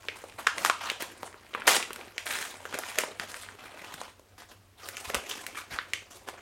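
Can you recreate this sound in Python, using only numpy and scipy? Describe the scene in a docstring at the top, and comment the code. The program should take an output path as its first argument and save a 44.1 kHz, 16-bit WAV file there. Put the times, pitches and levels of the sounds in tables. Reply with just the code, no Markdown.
"""Stiff paper rustles and snaps over a faint room hum: a small gift is being unwrapped by hand on a sofa.
The rustle is a swarm of tiny buckles and sliding sheets; each snap is a crease flipping through and ringing
a facet of the paper. Hands bump softly on parcel and cushion. Fibres break in a quick rip, then a slower
tear, and the wrap is pulled off and put down. A short living-room tail follows every crackle."""
import sys
import numpy as np
from scipy import signal
from scipy.fft import rfft, irfft
from scipy.io import wavfile

SR = 44100
rng = np.random.default_rng(int(sys.argv[2]) if len(sys.argv) > 2 else 0)


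def inscribe(sig):
    """Save sig as 16-bit PCM at rate SR to the path in sys.argv[1].

    A 1-D sig is mono; a 2-D sig holds one channel per row.
    Samples are clipped to [-1, 1] before scaling.
    """
    pcm = np.round(np.clip(np.atleast_2d(sig).T, -1, 1) * 32767)
    wavfile.write(sys.argv[1], SR, pcm.astype(np.int16))


N = 282681

# Colour of the room tone. Each row: frequency in Hz, relative density in dB.
ROOM_TONE_COLOUR = [(12, -46.5), (20, -12), (45, -3.5), (65, -5), (98, 1), (146, -16.5), (182, -12.5),
                    (377, -14.5), (6180, -29), (16000, -33.5)]
# How hard the paper is held between strokes. Each row: time in seconds, rustle level in dB.
GRIP_CURVE = [(0, -56.5), (1.1, -55), (1.38, -61), (1.9, -53.5), (2.15, -57.5), (2.7, -53), (3.15, -56),
              (3.55, -55.5), (4.05, -52), (4.14, -71), (4.74, -71), (4.84, -61), (5.25, -51.5), (5.52, -54),
              (5.65, -59), (5.97, -55), (6.08, -66), (6.41, -58)]
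# Finger strokes that pick at the fold, open the tear, ease the gift out, take the wrap away and press it
# down. Each row: start in seconds, length in seconds, rustle level in dB, brightness in dB, flex in dB.
FINGER_STROKES = [(0.168, 0.054, -53.5, 4.5, 2), (0.393, 0.025, -39, -1.5, 2.5),
                  (0.562, 0.065, -49, 8.5, 13), (0.636, 0.052, -35, 6.5, 4.5), (0.818, 0.082, -36, -2, -6),
                  (1.01, 0.017, -35.5, 3, 4), (1.23, 0.038, -48.5, 3.5, 4), (1.543, 0.16, -46.5, -5.5, 9.5),
                  (1.772, 0.056, -40, 3, 6), (1.958, 0.11, -51, 0.5, 10), (2.195, .01, -41, 1, -7),
                  (2.264, .26, -51, 14.5, 12), (2.738, 0.017, -39.5, -1, 12.5),
                  (2.818, 0.19, -43.5, 5, 0.5), (2.981, 0.033, -35, 6.5, 5.5),
                  (3.078, .035, -48.5, 1, 16.5), (3.213, 0.028, -45, 5, 11), (3.286, 0.15, -49.5, 12, 3.5),
                  (3.61, 0.25, -49, -4, 5), (3.819, 0.28, -50, 2, 2.5), (4.387, 0.042, -51.5, 3.5, 2.5),
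                  (4.493, 0.028, -55, 8, 8.5), (4.788, 0.044, -55, 10.5, 3), (4.835, 0.19, -51.5, 11, 6.5),
                  (5.053, 0.051, -44, 8.5, 1), (5.141, 0.035, -36.5, -6, 8), (5.297, 0.024, -41, 12, 1),
                  (5.358, 0.063, -51.5, 9, 7), (5.555, 0.03, -36, -0.5, -5), (5.71, 0.072, -42, 2.5, 4.5),
                  (6.112, 0.054, -52.5, 11, 9.5), (6.278, 0.024, -43, 0, 8.5),
                  (6.327, 0.062, -51.5, -11, 4)]
# Colour of the rustle. Each row: frequency in Hz, relative density in dB.
RUSTLE_COLOUR = [(76, -45), (130, -18.5), (280, -3.5), (430, -4), (630, 0.5), (1220, 4.5), (1680, 1.5),
                 (1890, 3.5), (2510, -1), (3910, -7), (4880, -10.5), (9670, -13), (13600, -22),
                 (16000, -28.5)]
# The featured creases snapping through. Each row: start in seconds, facet level over 5 ms in dB,
# facet pitch in Hz, crack in dB against the facet, sheet flex in dB against the facet.
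LOUD_CREASES = [(0.0852, -27.5, 2310, -15.5, -9.5), (0.2392, -40.5, 623, -19, -8),
                (0.4676, -25, 1580, -11, -27), (0.4704, -14.5, 1490, -11.5, -20.5),
                (0.5818, -30, 2020, -7, -9), (0.6486, -18, 1220, -7.5, -16), (0.6602, -25, 1800, -9, -28),
                (0.6984, -16, 1250, -14.5, -18), (0.8996, -25, 2900, -9, -17),
                (0.9163, -40.5, 1660, -3.5, 4), (1.0224, -36, 2150, 1.5, 0), (1.2312, -40, 804, -13, 6),
                (1.3428, -45, 1190, -26, -1.5), (1.5391, -38, 2780, -21.5, -19.5),
                (1.5491, -26, 1230, -30, -7.5), (1.6196, -33.5, 1580, -31, -16),
                (1.6778, -15, 1660, -8.5, -27), (1.8266, -29.5, 2570, -9, -28),
                (1.9061, -36, 1340, -17, -3), (1.9313, -39.5, 2810, 0.5, -19), (1.9602, -40, 1600, -3, -20),
                (2.0118, -41, 2410, -21, -10), (2.1805, -28.5, 2460, -8.5, -14),
                (2.2667, -35.5, 1970, -10, -20), (2.3096, -33, 2030, -11, -22),
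                (2.3548, -33, 2120, -8, -20), (2.3876, -34, 1970, -5, -20), (2.4261, -33.5, 1950, -9, -20),
                (2.6537, -34.5, 1450, -16, -4), (2.7264, -38, 1290, -10, -2), (2.7424, -34, 1610, -5, -12),
                (2.7878, -31, 705, -1, -23), (2.8357, -34.5, 1640, -26, -18), (2.9861, -21.5, 1980, -2, -8),
                (3.0361, -33.5, 970, -17, 3), (3.1974, -28.5, 1730, -8.5, -17),
                (3.3429, -36.5, 1720, -8, -22), (3.4877, -39, 1620, -23, -23),
                (3.9404, -39.5, 1730, -3, -17), (4.0146, -36, 940, -8, -5), (4.1953, -56.5, 470, -2, 2.5),
                (4.4202, -47, 1050, -9, -18), (4.8877, -38, 1730, 1.5, -8), (4.969, -35.5, 2680, -4, -20),
                (5.1006, -35, 1880, -11, 2.5), (5.1454, -26, 2830, -3, -2), (5.1503, -26, 1250, -5, -10),
                (5.2982, -39.5, 3050, -1.5, -18), (5.3127, -33, 3460, -13, -29),
                (5.4654, -35, 2150, -1.5, -23), (5.7875, -24.5, 1660, -26, -18),
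                (5.9346, -24, 2470, -8, -20.5), (6.2868, -34.5, 980, -8.5, -8)]
# The room's tail. Each row: frequency in Hz, time to fall 60 dB in seconds, wet level in dB against dry.
ROOM_TAIL = [(150, 0.57, -9), (590, 0.24, -8.5), (1580, 0.28, -7), (4000, 0.32, -6), (7800, 0.33, -5),
             (15000, 0.14, -10)]
# Hands meeting parcel and cushion. Each row: start in seconds, level in dB before softening, pitch in Hz.
HAND_BUMPS = [(0.654, -51, 150), (2.744, -45, 186), (2.985, -47, 159), (3.196, -38.5, 185),
              (3.942, -40, 160), (5.075, -37, 84), (5.142, -43, 130), (5.161, -33, 67), (5.716, -38, 150),
              (5.734, -41, 65), (5.937, -45, 95)]
# Envelope of the quick rip. Each row: time in seconds, level in dB.
RIP_PULL = [(1.666, -60), (1.67, -26), (1.678, -19.5), (1.69, -19.5), (1.72, -25.5), (1.77, -25.5),
            (1.778, -60)]
# Colour of the quick rip. 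Each row: frequency in Hz, relative density in dB.
RIP_SPECTRUM = [(140, -24.5), (300, -11.5), (600, -3.5), (900, -3), (1500, -7), (2400, -4), (4500, -10),
                (9000, -11), (16000, -24)]
# Envelope of the slower, thinner tear. Each row: time in seconds, level in dB.
TEAR_PULL = [(2.255, -41), (2.267, -34.5), (2.29, -40), (2.31, -31.5), (2.37, -38.5), (2.39, -37),
             (2.45, -40), (2.5, -55)]
# Colour of the slower tear. Each row: frequency in Hz, relative density in dB.
TEAR_SPECTRUM = [(76, -50), (130, -20), (601, -16), (1060, -10.5), (1890, -3), (2560, -11), (3070, -8),
                 (4980, -18), (7750, -12.5), (16000, -25)]

BAND_EDGES_HZ = np.geomspace(125, 17000, 19)
CUTOFF_HZ = 16000


def from_db(db):
    """Decibels to gain."""
    return 10 ** (np.asarray(db) / 20)


def rms_one(x):
    """Scale to rms 1."""
    return x / np.sqrt(np.mean(x ** 2) + 1e-20)


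def at_hz(points, hz):
    """Each column of a spectrum table, read on a log-frequency axis."""
    known, *columns = np.transpose(points)
    return [np.interp(np.log(hz), np.log(known), c) for c in columns]


def filtered(x, edges_hz, kind):
    """Second-order Butterworth filter."""
    return signal.sosfilt(signal.butter(2, edges_hz, kind, fs=SR, output="sos"), x + 1e-18)


def drift(per_s, size=N):
    """Random wander of rms 1 that finds a new target per_s times a second."""
    knots = rng.standard_normal(int(per_s * size / SR) + 2)
    return rms_one(np.interp(np.arange(size) * per_s / SR, np.arange(len(knots)), knots))


def ring(push, hz, cycles):
    """A resonance that dies by 60 dB within so many cycles."""
    w = 2 * np.pi * min(hz, SR / 2) / SR
    r = np.exp(-np.log(1000) * hz / (cycles * SR))
    return signal.lfilter([0, np.sin(w)], [1, -2 * r * np.cos(w), r * r], push)


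def add(track, start_s, sound):
    """Mix a sound into the track at start_s."""
    start = int(np.clip(start_s * SR, 0, N - 1))
    track[start:start + len(sound)] += sound[:N - start]


def room_tone(air_db=-61.5, hum_hz=95, hum_db=-68.5, waver_db=3.0):
    """The bed: steady room noise and a faint, wavering hum."""
    hz = np.maximum(np.fft.rfftfreq(N, 1 / SR), 1)
    air = irfft(rfft(rng.standard_normal(N)) * from_db(at_hz(ROOM_TONE_COLOUR, hz)[0]), N)
    hum = np.sin(2 * np.pi * hum_hz * np.arange(N) / SR + .5 * drift(per_s=3.1))
    hum *= from_db(waver_db * drift(per_s=17))
    return from_db(air_db) * rms_one(air) + from_db(hum_db) * rms_one(hum)


def hands(attack_s=0.018, release_s=0.018, slope_db=-2, grip_bright_db=4.5, grip_flex_db=10.5):
    """Grip and strokes ride the rustle's level, brightness and flex, in dB; the strongest leads the tone."""
    t = np.arange(N) / SR
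    power = from_db(np.interp(t, *np.transpose(GRIP_CURVE))) ** 2
    bright, flex = power * grip_bright_db, power * grip_flex_db
    for start, length, level_db, bright_db, flex_db in FINGER_STROKES:
        # a stroke takes hold, eases along its length and dies away
        attack = np.clip(1 + (t - start) / attack_s, 0, 1) ** 2
        along = np.clip((t - start) / length, 0, 1)
        release = np.exp(-np.clip((t - start - length) / release_s, 0, 20))
        stroke = (attack * release * from_db(level_db + slope_db * (along - .5))) ** 2
        power += stroke
        bright += stroke * bright_db
        flex += stroke * flex_db
    return 10 * np.log10(power), bright / power, flex / power


def crinkle(colour, per_s, slide_db, clump_db, patchy_db, size=N):
    """Tiny buckles, each with its own colour, over the hiss of sliding paper, as (Hz, band) pairs."""
    sizes = 1 + np.minimum(rng.exponential(1, size), 3)   # many small buckles, few large
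    buckles = rms_one(sizes * (rng.random(size) < per_s / SR))
    stick_slip_db = clump_db * drift(per_s=170, size=size)
    centres = np.sqrt(BAND_EDGES_HZ[:-1] * BAND_EDGES_HZ[1:])
    gains = from_db(at_hz(colour, centres)[0]) * np.sqrt(np.diff(BAND_EDGES_HZ))
    gains /= np.linalg.norm(gains)
    bands = []
    for hz, gain, low, high in zip(centres, gains, BAND_EDGES_HZ, BAND_EDGES_HZ[1:]):
        push = (buckles + from_db(slide_db)) * rng.standard_normal(size)
        flicker = from_db(stick_slip_db + patchy_db * drift(per_s=50, size=size))
        band = filtered(push, [low, high], "band") * flicker
        bands.append((hz, gain * rms_one(band)))
    return bands


def rustle(effort_db, bright_db, flex_db):
    """Fingers rub and bend the wrap; brightness works as a high shelf, flex as a low shelf."""
    out = np.zeros(N)
    for hz, band in crinkle(RUSTLE_COLOUR, per_s=600, slide_db=3.0, clump_db=3.0, patchy_db=3.5):
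        high_shelf = at_hz([(2000, 0), (6500, 1)], hz)[0]
        low_shelf = at_hz([(480, 1), (1100, 0)], hz)[0]
        out += band * from_db(high_shelf * bright_db + low_shelf * flex_db)
    return out * from_db(effort_db)


def dispersed(push, lag_at_1khz_s=0.000401):
    """Bending waves run faster the higher they are, so a click arrives as a tiny falling chirp."""
    hz = np.fft.rfftfreq(len(push), 1 / SR)
    phase = 4 * np.pi * lag_at_1khz_s * np.sqrt(1000 * hz)
    return irfft(rfft(push) * np.exp(-1j * phase), len(push))


def snaps(creases, facet_cycles=4.8, upper_ratio=1.98, upper_db=-10, facet_top_hz=4200,
          crack_s=0.0023, crack_low_hz=4000, crack_top_hz=14000, dulling=0.75,
          flex_hz=480, flex_cycles=6.0, splinter_db=-25, splinter_s=0.0045):
    """A crease flips: its facet rings for a few cycles, the fold cracks and the sheet around it flexes."""
    out, t = np.zeros(N), np.arange(SR // 50) / SR
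    grit = rng.standard_normal((len(creases), 3, len(t)))
    for (start, level_db, hz, crack_db, flex_db), (noise, splinters, detune) in zip(creases, grit):
        # one sharp flip, trailed by splinters along the fold
        push = dispersed((t == 0) + from_db(splinter_db) * splinters * np.exp(-t / splinter_s))
        upper = ring(push, hz * upper_ratio * from_db(detune[0]), facet_cycles)
        facet = rms_one(ring(push, hz, facet_cycles)) + from_db(upper_db) * rms_one(upper)
        facet = filtered(facet, [hz * 2 / 3, max(facet_top_hz, hz)], "band")   # too small to radiate bass
        crack = filtered(np.tanh(2 * noise) * np.exp(-t / crack_s), crack_low_hz, "high")
        top_hz = min(crack_top_hz * from_db(dulling * crack_db), CUTOFF_HZ)   # weak cracks are duller
        crack = filtered(crack, top_hz, "low")
        flex = np.diff(ring(push, flex_hz * from_db(detune[1]), flex_cycles), prepend=0)
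        snap = rms_one(facet) + from_db(crack_db) * rms_one(crack) + from_db(flex_db) * rms_one(flex)
        add(out, start, from_db(level_db) * snap / 2)   # the energy sits in the first 5 of these 20 ms
    return out


def echoes(first_s=0.0031, build_s=0.00067, lumpy_db=1.0):
    """Reflections from near walls thicken into a short tail that dies band by band."""
    t = np.arange(SR // 2) / SR
    hz = np.fft.rfftfreq(len(t), 1 / SR)
    onset = 1 - np.exp(-np.maximum(t - first_s, 0) / build_s)
    scatter = rfft(rng.standard_normal(len(t)) * from_db(lumpy_db * rng.standard_normal(len(t))))
    tail = np.zeros(len(t))
    for low, high in zip(BAND_EDGES_HZ, BAND_EDGES_HZ[1:]):
        t60, wet_db = at_hz(ROOM_TAIL, np.sqrt(low * high))
        band = irfft(scatter * ((hz >= low) & (hz < high)), len(t))
        band *= onset * np.exp(-np.log(1000) * t / t60)
        tail += from_db(wet_db) * band / np.linalg.norm(band) * np.sqrt(2 * (high - low) / SR)
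    return tail


def room_reverb(handling, places=7):
    """The parcel keeps moving, so its echoes crossfade; a snap sounds different towards each wall."""
    out, place = np.zeros(N), np.linspace(1, places, N)
    towards_walls = [snaps(LOUD_CREASES) for _ in range(3)]
    for k in range(places + 2):
        share = np.maximum(2 - np.abs(place - k), 0) / 4   # neighbouring places sum to 1
        near = np.flatnonzero(share)
        send = (handling + towards_walls[k % len(towards_walls)]) * np.sqrt(share)
        add(out, near[0] / SR, signal.fftconvolve(send[near], echoes()))
    return out


def small_snaps(effort_db, per_s=9, above_effort_db=2.5, spread_db=4, ceiling_db=-44.5,
                centre_hz=1536, spread_octaves=.55, candidates=200):
    """Small creases give way at random, louder the harder the hands work the paper."""
    when, chance = rng.random((2, candidates))
    size, pitch = np.clip(rng.standard_normal((2, candidates)), -2, 2)
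    level_db = np.minimum(effort_db[(when * N).astype(int)] + above_effort_db + spread_db * size, ceiling_db)
    octaves = spread_octaves * pitch
    crack_db = -13.5 + 6.5 * octaves   # a small, high facet cracks more
    flex_db = -10.5 - 5.5 * octaves   # and moves the sheet less
    creases = np.column_stack([when * N / SR, level_db, centre_hz * 2 ** octaves, crack_db, flex_db])
    return snaps(creases[chance < per_s * N / SR / candidates])


def hand_bumps(cycles=5.8, soft_hz=300):
    """A soft push of the hands draws a short, low thud from parcel or cushion."""
    out = np.zeros(N)
    push = filtered(signal.unit_impulse(SR // 5), soft_hz, "low")
    for start, level_db, hz in HAND_BUMPS:
        add(out, start, from_db(level_db) * ring(push, hz, cycles))
    return out


def tear(pull, colour, fibres_per_s, clump_db):
    """A tear crosses the sheet: fibres break in a dense, uneven run as long as the pull lasts."""
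    times, pull_db = np.transpose(pull)
    t = times[0] + np.arange(SR // 3) / SR
    bands = crinkle(colour, fibres_per_s, slide_db=-8.0, clump_db=clump_db, patchy_db=2.0, size=len(t))
    fibres = sum(band for _, band in bands)
    envelope = from_db(np.interp(t, times, pull_db)) * (t < times[-1])
    out = np.zeros(N)
    add(out, times[0], fibres * envelope)
    return out


def scene():
    """The mono mix: loud snaps up front, paper handling around them, reverb and room tone behind."""
    effort_db, bright_db, flex_db = hands()
    rip = tear(RIP_PULL, RIP_SPECTRUM, fibres_per_s=4000, clump_db=1.1)
    slow_tear = tear(TEAR_PULL, TEAR_SPECTRUM, fibres_per_s=1800, clump_db=3.0)
    handling = rip + slow_tear + rustle(effort_db, bright_db, flex_db) + hand_bumps() + small_snaps(effort_db)
    return (snaps(LOUD_CREASES) + handling + room_reverb(handling) + room_tone())[None]


def record(dry):
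    """The microphone drops the deepest bass; the top is cut steeply."""
    top_cut = signal.ellip(10, .1, 80, CUTOFF_HZ, fs=SR, output="sos")
    return signal.sosfilt(top_cut, filtered(dry, 38, "high"))


dry = scene()
out = record(dry)
inscribe(out)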